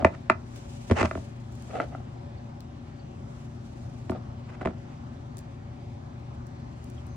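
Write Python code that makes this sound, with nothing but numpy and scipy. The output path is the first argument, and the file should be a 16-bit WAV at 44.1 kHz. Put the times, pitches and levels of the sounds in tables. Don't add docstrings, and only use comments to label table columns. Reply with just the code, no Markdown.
import sys
import numpy as np
from scipy import signal
from scipy.fft import rfft, irfft, next_fast_len
from scipy.io import wavfile
from scipy.ndimage import uniform_filter1d, minimum_filter1d, map_coordinates

SR = 44100
rng = np.random.default_rng(int(sys.argv[2]) if len(sys.argv) > 2 else 0)


def digitize_waveform(pressure):
    field = np.atleast_2d(pressure).T
    bounded = np.clip(field, -1, 1)
    quanta = np.round(bounded * 32767).astype(np.int16)
    wavfile.write(sys.argv[1], SR, quanta)


N = 315756

# start in seconds, blow level in dB, contact cut-off in Hz (higher is
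# harder), level of the weight behind it in dB, relative shell crack level in dB, pitch in Hz of the modes
KNOCKS = [(0.024, -18.5, 690, -16, -83, 444, 1.5), (0.0476, 0.5, 2270, 0.5, -37.5, 1313, 1),
          (0.0625, -36, 2200, -16, -58, 307, 2.5), (0.2989, -3, 3200, -30, -35, 545, 1.1),
          (0.899, -29, 1900, -16, -49, 1250, 3), (0.9120, -18.5, 2100, 5, -37, 732, .8),
          (0.921, -22, 2030, -3.5, -57, 475, .5), (1.0099, -18.5, 1800, -7, -39, 594, 1.2),
          (1.029, -13.5, 2260, -4, -38.5, 860, 1), (1.041, -44, 2600, -6, -54, 550, 1.2),
          (1.1116, -19.5, 2300, -36, -50.5, 900, 1), (1.1533, -25.5, 1440, -14, -63, 950, 1.2),
          (1.176, -35, 780, -12.5, -76, 430, .9), (4.0967, -37, 2010, -9.5, -49, 510, 1.7),
          (4.1185, -28.5, 990, -26, -68, 564, 3), (4.612, -30, 1550, -16, -61, 910, 1.2),
          (4.6517, -32, 1900, -11, -53, 480, 1.2), (4.6575, -16, 2670, -4, -48.5, 1500, .75),
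          (4.673, -18.5, 1430, -10, -57.5, 920, .8), (4.6853, -37, 890, -20, -65, 700, 1.8),
          (4.708, -42, 1400, -28, -67, 503, 1.2)]
# pitch in Hz, level in dB, t60 in seconds, motion towards (+1) or away from (-1)
FLOOR_MODES = [(83.8, -17, 0.14, 1), (184.6, -26.5, 0.17, -1), (234.3, -12.5, 0.054, 1),
               (290, -7.5, 0.02, -1), (370, -9.5, 0.038, 1), (548, -8.5, 0.024, -1), (650, -4.5, 0.036, 1),
               (709, -29, 0.096, 1), (897, -13, 0.033, 1), (1173, -1.1, 0.011, -1), (1383, -0.9, 0.012, 1),
               (1712, -13, 0.02, 1), (2063, -18, 0.03, -1), (2454, -3, 0.0061, -1), (2730, -9, 0.012, 1)]
# frequency in Hz, level in dB.
CRACK_SPECTRUM = [(500, -5.5), (2600, 3.5), (3600, 3), (8000, -7.5), (16000, -40)]
# frequency in Hz, lead of the left in radians.
TUB_TWIST = [(150, 0), (400, -0.77), (800, -0.73), (1350, 0.87), (2700, 1)]
# frequency in Hz, level in dB added on the left and taken from the right.
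TUB_LEAN = [(100, 0), (300, .8), (650, -.8), (1000, -3.4), (1350, -3.6), (1800, .4), (2500, 2.6)]
NODE_DEPTH, NODE_OCTAVES = 0.76, 0.3
LEAD_S = .004


def knocks():
    out = np.zeros((2, N))
    t = np.arange(SR // 3) / SR
    crack_t = t[:SR // 20]
    hz = np.transpose(FLOOR_MODES)[0]
    for start_s, blow_db, contact_hz, weight_db, crack_db, node_hz, free in KNOCKS:
        octaves_off = np.log2(hz / node_hz)
        reach = 1 - NODE_DEPTH * np.exp(-(octaves_off / NODE_OCTAVES) ** 2)
        force = reach * contact(hz, blow_db, contact_hz, weight_db)
        ring = plastic_ring(FLOOR_MODES, force, size=len(t), detune=.008, free=free)
        crack_decay = amp(crack_db + 8.5 - 60 * crack_t / 0.018)
        crack = coloured(pair(0.13, size=len(crack_t)), CRACK_SPECTRUM) * crack_decay
        add(out, start_s - LEAD_S, placed(ring, TUB_TWIST, TUB_LEAN))
        add(out, start_s, crack)
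    return out


BOUNCE_HZ, WEIGHT_HZ = 260, 435


def contact(hz, blow_db, contact_hz, weight_db):
    rebound = 1 + (BOUNCE_HZ / hz) ** 4
    softness = 1 + (hz / contact_hz) ** 6
    blow = amp(blow_db) / np.sqrt(rebound * softness)
    push = amp(weight_db) / np.sqrt(1 + (hz / WEIGHT_HZ) ** 6)
    return np.hypot(blow, push)


HEAVE_HZ = 150
BEND_S, BEND_TOP_HZ = .001, 2940


def plastic_ring(modes, force, size, detune, free=1):
    f = np.fft.rfftfreq(size, 1 / SR)
    hz, db, t60_s, facing = np.transpose(modes)[:, :, None]
    pitch_hz = hz * (1 + detune * rng.standard_normal(hz.shape))
    ring_s = np.where(hz > HEAVE_HZ, t60_s * free, t60_s)
    pole = 2j * np.pi * f + np.log(1000) / ring_s
    shapes = np.sign(facing) * amp(db) * SR * pole / (pole ** 2 + (2 * np.pi * pitch_hz) ** 2)
    delay_s = LEAD_S + BEND_S * (np.sqrt(BEND_TOP_HZ / (f + 50)) - 1)
    delayed = (force @ shapes) * np.exp(-2j * np.pi * f * delay_s)
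    return irfft(delayed / (1 + (f / 3500) ** 9), size)[None]


# start in seconds, level in dB, contact cut-off in Hz.
TAPS = [(1.8016, -16, 1820), (1.9504, -25.5, 1260), (2.003, -35.5, 900), (4.616, -33, 1870),
        (4.735, -37, 900)]
# pitch in Hz, level in dB, t60 in seconds, motion towards (+1) or away (-1).
WALL_MODES = [(330, -8, .02, 1), (715, 1.5, .016, 1), (1345, 4, .015, 1), (1970, 0, .014, 1),
              (2630, -4, .014, 1)]


def taps():
    out = np.zeros((2, N))
    for start_s, db, tip_hz in TAPS:
        force = np.full(len(WALL_MODES), amp(db))
        ring = plastic_ring(WALL_MODES, force, size=SR // 10, detune=.012)
        tock = filtered(ring, lambda hz: 1 / (1 + (hz / tip_hz) ** 4))
        add(out, start_s - LEAD_S, tock)
    return out


# start in seconds, relative level in dB, pitch in Hz.
TICKS = [(0.561, -34, 2400), (1.524, -45, 8000), (1.554, -43, 8000), (1.624, -39.5, 7300),
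         (2.606, -36.5, 3600), (4.109, -36.5, 7000), (5.371, -34, 6000), (5.383, -33, 8200),
         (5.39, -34.5, 6500), (6.469, -43, 8000), (6.843, -39.5, 9100), (6.901, -40, 8550),
         (7.068, -42.5, 8500)]


def ticks():
    out = np.zeros((2, N))
    t = np.arange(SR // 25) / SR
    for start_s, db, hz in TICKS:
        spectrum = [(hz / 4, -22), (hz / 2, -7), (hz, 0), (hz * 2, -6)]  # (Hz, dB)
        snap = coloured(pair(-0.25, size=len(t)), spectrum)
        add(out, start_s - .0005, snap * amp(db - 5.0 - 60 * t / 0.01))
    return out


# start in seconds, length in seconds, level in dB.
DRAGS = [(.13, 0.021, -46.5), (.967, 0.051, -24.5), (1.047, 0.011, -26), (1.706, 0.0082, -46),
         (4.48, 0.024, -50), (4.52, 0.033, -50), (4.611, 0.0071, -46.5), (4.872, 0.072, -57)]
# frequency in Hz, level in dB.
DRAG_SPECTRUM = [(100, -24), (220, -3), (800, 1.5), (1400, -5.5), (2100, -6.5), (2900, -10.5),
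                 (3500, -21.5), (7000, -24), (16000, -53)]
SWELL_DB = 8


def drags():
    rough = friction(DRAG_SPECTRUM, rate_hz=450, rough_db=1.0, alike=0.34)
    grit = amp(CATCH_DB) * catches() + amp(1.5) * rough
    return strokes(DRAGS, attack_s=0.049, release_s=0.022, swell_db=SWELL_DB) * grit


CATCHES_PER_S, CATCH_RANGE_DB, CATCH_DB = 610, 1.5, -2.5


def catches():
    hit = rng.random(N) < CATCHES_PER_S / SR
    sizes = rng.choice([-1, 1], N) * amp(CATCH_RANGE_DB * rng.standard_normal(N))
    force = contact(np.transpose(FLOOR_MODES)[0], 0, contact_hz=3000, weight_db=-2)
    ring = plastic_ring(FLOOR_MODES, force, size=SR // 5, detune=.008)
    rung = signal.fftconvolve((hit * sizes)[None], ring)[:, :N]
    return unit(placed(rung, TUB_TWIST, TUB_LEAN))


# start in seconds, length in seconds, level in dB.
SLIDES = [(0, 0.011, -34.5), (.062, .008, -32), (1.704, 0.017, -46), (1.75, 0.085, -33.5),
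          (1.922, 0.019, -47.5), (4.124, 0.042, -41), (4.62, 0.0092, -38.5), (4.69, 0.013, -44.5)]
# frequency in Hz, level in dB.
SLIDE_SPECTRUM = [(120, -13), (280, 6.5), (400, 5), (500, 6), (620, 10), (760, 9), (1000, -11), (1270, -2),
                  (1470, -10.5), (1620, -9.5), (2000, -13.5), (3500, -21), (16000, -56)]


def slides():
    rough = friction(SLIDE_SPECTRUM, rate_hz=430, rough_db=3.5, alike=0.44)
    return strokes(SLIDES, attack_s=0.12, release_s=0.087) * rough


# start in seconds, length in seconds, level in dB.
JUDDERS = [(1.752, 0.017, -35), (1.812, 0.025, -44), (1.932, .005, -46)]
SLIPS_PER_S, SLIP_SCATTER = 372, .07


def judders():
    gaps_s = np.exp(SLIP_SCATTER * rng.standard_normal(N // 50)) / SLIPS_PER_S
    moments = (np.cumsum(gaps_s) * SR).astype(int)
    sizes = amp(1.8 * rng.standard_normal(len(gaps_s)))
    slips = np.bincount(moments, sizes, minlength=N)[:N]
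    ring = plastic_ring(WALL_MODES, np.ones(len(WALL_MODES)), size=SR // 10, detune=0, free=1.3)
    spectrum = [(350, -11), (740, 4), (1350, -8.5), (2600, -12.5)]  # (Hz, dB)
    rasp = coloured(signal.fftconvolve(slips[None], ring)[:, :N], spectrum)
    return strokes(JUDDERS, attack_s=0.043, release_s=0.056) * rasp


# start in seconds, length in seconds, level in dB.
RUSTLES = [(.05, 0.054, -70), (.57, 0.62, -58.5), (1.58, 0.23, -61.5), (3.33, 0.1, -67), (3.7, 0.3, -70),
           (6.8, 0.18, -72)]
# frequency in Hz, level in dB.
RUSTLE_SPECTRUM = [(1000, -10.5), (2500, -0.5), (4500, -4), (7000, -2), (10000, -9), (16000, -19.5)]
HOLDING_DB = -72.5


def rustles():
    grip = amp(HOLDING_DB) + strokes(RUSTLES, attack_s=0.53, release_s=0.58)
    return grip * friction(RUSTLE_SPECTRUM, rate_hz=60, rough_db=2, alike=-0.4)


def friction(spectrum, rate_hz, rough_db, alike):
    return coloured(pair(alike, size=N) * amp(rough_db * wobble(rate_hz)), spectrum)


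def strokes(rows, attack_s, release_s, swell_db=0):
    t = np.arange(N) / SR
    start_s, length_s, db = np.transpose(rows)[:, :, None]
    before = np.maximum(start_s - t, 0) / attack_s
    after = np.maximum(t - start_s - length_s, 0) / release_s
    to_go = np.clip(1 - (t - start_s) / length_s, 0, 1)
    return amp(db - swell_db * to_go - 60 * (before + after)).sum(axis=0)


# frequency in Hz, t60 in seconds.
YARD_T60 = [(100, 0.46), (600, 0.2), (2000, 0.14), (5000, 0.15), (12000, 0.058)]


def yard(x, wall_s, wall_db, tail_db, low_hz):
    hz, t, z = signal.stft(rng.standard_normal((2, SR // 3)), SR, nperseg=256)
    decay = amp(-60 * t / along(YARD_T60, hz)[:, None])
    tail = signal.istft(z * decay, SR, nperseg=256)[1]
    t = np.arange(tail.shape[1]) / SR
    tail = tail * (1 - np.exp(-(t / 0.0034) ** 2))
    echo = rng.standard_normal(tail.shape) * np.exp(-((t - wall_s) / .002) ** 2)
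    answer = amp(tail_db) * tail / np.linalg.norm(tail[0])
    answer = answer + amp(wall_db) * echo / np.linalg.norm(echo[0])
    answer = answer + filtered(answer[:1] - answer, lambda f: 1 / (1 + (f / 450) ** 4))
    returned = signal.fftconvolve(x, answer, axes=1)[:, :N]
    return filtered(returned, lambda f: f / np.hypot(f, low_hz))


# pitch in Hz, rms level in dB before the lean.
HUM = [(87, -54), (119.9, -45), (147.2, -51.5), (219, -60), (239.8, -54), (359.7, -66)]
# time in seconds, rms level in dB before the lean.
LATE_HUM = [(6.2, -50), (6.35, -48), (7.16, -45.5)]
# frequency in Hz, level in dB.
RUMBLE_SPECTRUM = [(10, -11.5), (22, -38), (45, -2.5), (65, 4), (95, 6.5), (130, 3), (175, -2.5),
                   (250, 0.5), (300, -7.5), (380, -12.5), (480, -25.5), (800, -15), (2000, -135)]


def machinery():
    def tone(hz):
        phase = 2 * np.pi * hz * np.arange(N) / SR + 0.82 * wobble(2.505)
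        return np.sqrt(2) * np.sin(phase)

    hum = sum(amp(db + 1.2 * wobble(3.09)) * tone(hz) for hz, db in HUM)
    hum = hum + level(LATE_HUM) * tone(hz=74.8)
    rumble = amp(-43.5) * coloured(pair(0.97, size=N), RUMBLE_SPECTRUM)
    # (Hz, dB added on the left and taken from the right)
    lean = [(60, 0.34), (120, 1.22), (220, 1.37), (380, 7.5), (700, 1.1)]
    return filtered(hum + rumble, lambda hz: amp(np.outer([1, -1], along(lean, hz))))


# frequency in Hz, level in dB.
AIR_SPECTRUM = [(150, -11.5), (400, -2.5), (500, -7), (575, 9), (620, -4.5), (730, 1), (1100, -3),
                (1600, -10.5), (2400, -15.5), (4200, -20.5), (6000, -24.5), (8000, -33), (11000, -49.5),
                (16000, -43.5)]
# frequency in Hz, lead of the left in radians.
AIR_TWIST = [(100, -1.5), (430, -1.55), (950, -2.5), (2400, -1.5)]


def air():
    hiss = patchy(pair(0.51, size=N), depth_db=1.5, span_hz=600, span_s=.16)
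    swell = amp(-52 + 0.33 * wobble(2.9))
    return swell * placed(coloured(hiss, AIR_SPECTRUM), AIR_TWIST) * amp([[.6], [-.6]])


# centre in seconds, length in seconds, pitch in Hz, level in dB.
CHIRPS = [(2.382, 0.02, 4460, -63), (3, 0.029, 4570, -65), (6.983, 0.038, 3240, -61.5),
          (7.12, 0.077, 6240, -66.5)]


def chirps():
    out = np.zeros((2, N))
    t = np.arange(SR // 4) / SR - 1 / 8
    for centre_s, length_s, hz, db in CHIRPS:
        note = unit(filtered(pair(0, size=len(t)), lambda f: np.exp(-((f - hz) / 320) ** 2)))
        add(out, centre_s + t[0], amp(db) * note * np.exp(-(2 * t / length_s) ** 2))
    return out


def patchy(x, depth_db, span_hz, span_s):
    hz, t, z = signal.stft(x, SR, nperseg=512)
    field = uniform_filter1d(rng.standard_normal(z.shape[1:]), int(span_hz / hz[1]) + 1, 0)
    field = unit(uniform_filter1d(field, int(span_s / t[1]) + 1, 1))
    return signal.istft(z * amp(depth_db * field), nperseg=512)[1][:, :N]


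def amp(db):
    return 10 ** (np.asarray(db) / 20)


def unit(x):
    return x / np.sqrt(np.mean(x ** 2) + 1e-20)


def along(points, hz):
    f, v = np.transpose(points)
    return np.interp(np.log(hz + 1), np.log(f + 1), v)


def level(rows):
    s, db = np.transpose(rows)
    return amp(np.interp(np.arange(N) / SR, s, db, left=-140, right=-140))


def wobble(rate_hz):
    knots = rng.standard_normal(int(N * rate_hz / SR) + 4)
    return map_coordinates(knots, [np.arange(N) * rate_hz / SR])


def filtered(x, response):
    n = x.shape[-1]
    m = next_fast_len(n + SR // 8)
    return irfft(rfft(x, m) * response(np.fft.rfftfreq(m, 1 / SR)), m)[..., :n]


def coloured(x, spectrum):
    return unit(filtered(x, lambda hz: amp(along(spectrum, hz))))


def pair(alike, size):
    a, b = rng.standard_normal((2, size))
    turn = np.arccos(np.clip(alike, -1, 1)) / 2
    return np.cos(turn) * a + np.sin(turn) * np.array([b, -b])


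def placed(x, twist, lean=((100, 0), (1000, 0))):
    sides = np.array([[1], [-1]])
    return filtered(x, lambda hz: amp(sides * along(lean, hz)) * np.exp(.5j * sides * along(twist, hz)))


def add(track, s, sound):
    part = track[:, max(round(s * SR), 0):][:, :sound.shape[1]]
    part += sound[:, :part.shape[1]]


def scene():
    scrapes = drags() + slides() + rustles()
    crab = knocks() + taps() + ticks() + scrapes + judders()
    answer = yard(crab, wall_s=0.0201, wall_db=-17.5, tail_db=-14.0, low_hz=420)
    return crab + answer + machinery() + air() + chirps()


CEILING = .92


def limited(x):
    needed = np.minimum(1, CEILING / (np.abs(x).max(axis=0) + 1e-9))
    held = minimum_filter1d(needed, size=SR // 250)
    return x * uniform_filter1d(held, size=SR // 250)


# frequency in Hz, gain in dB.
CENTRE = [(4000, 0), (9000, 0), (11500, -9), (15000, -4)]
TOP_HZ = 16100


def record(dry):
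    mid, side = (dry[0] + dry[1]) / 2, (dry[0] - dry[1]) / 2
    mid = filtered(mid, lambda hz: amp(along(CENTRE, hz)))
    stereo = limited(np.array([mid + side, mid - side]))
    return filtered(stereo, lambda hz: 1 / np.sqrt(1 + (hz / TOP_HZ) ** 120))


dry = scene()
out = record(dry)
digitize_waveform(out)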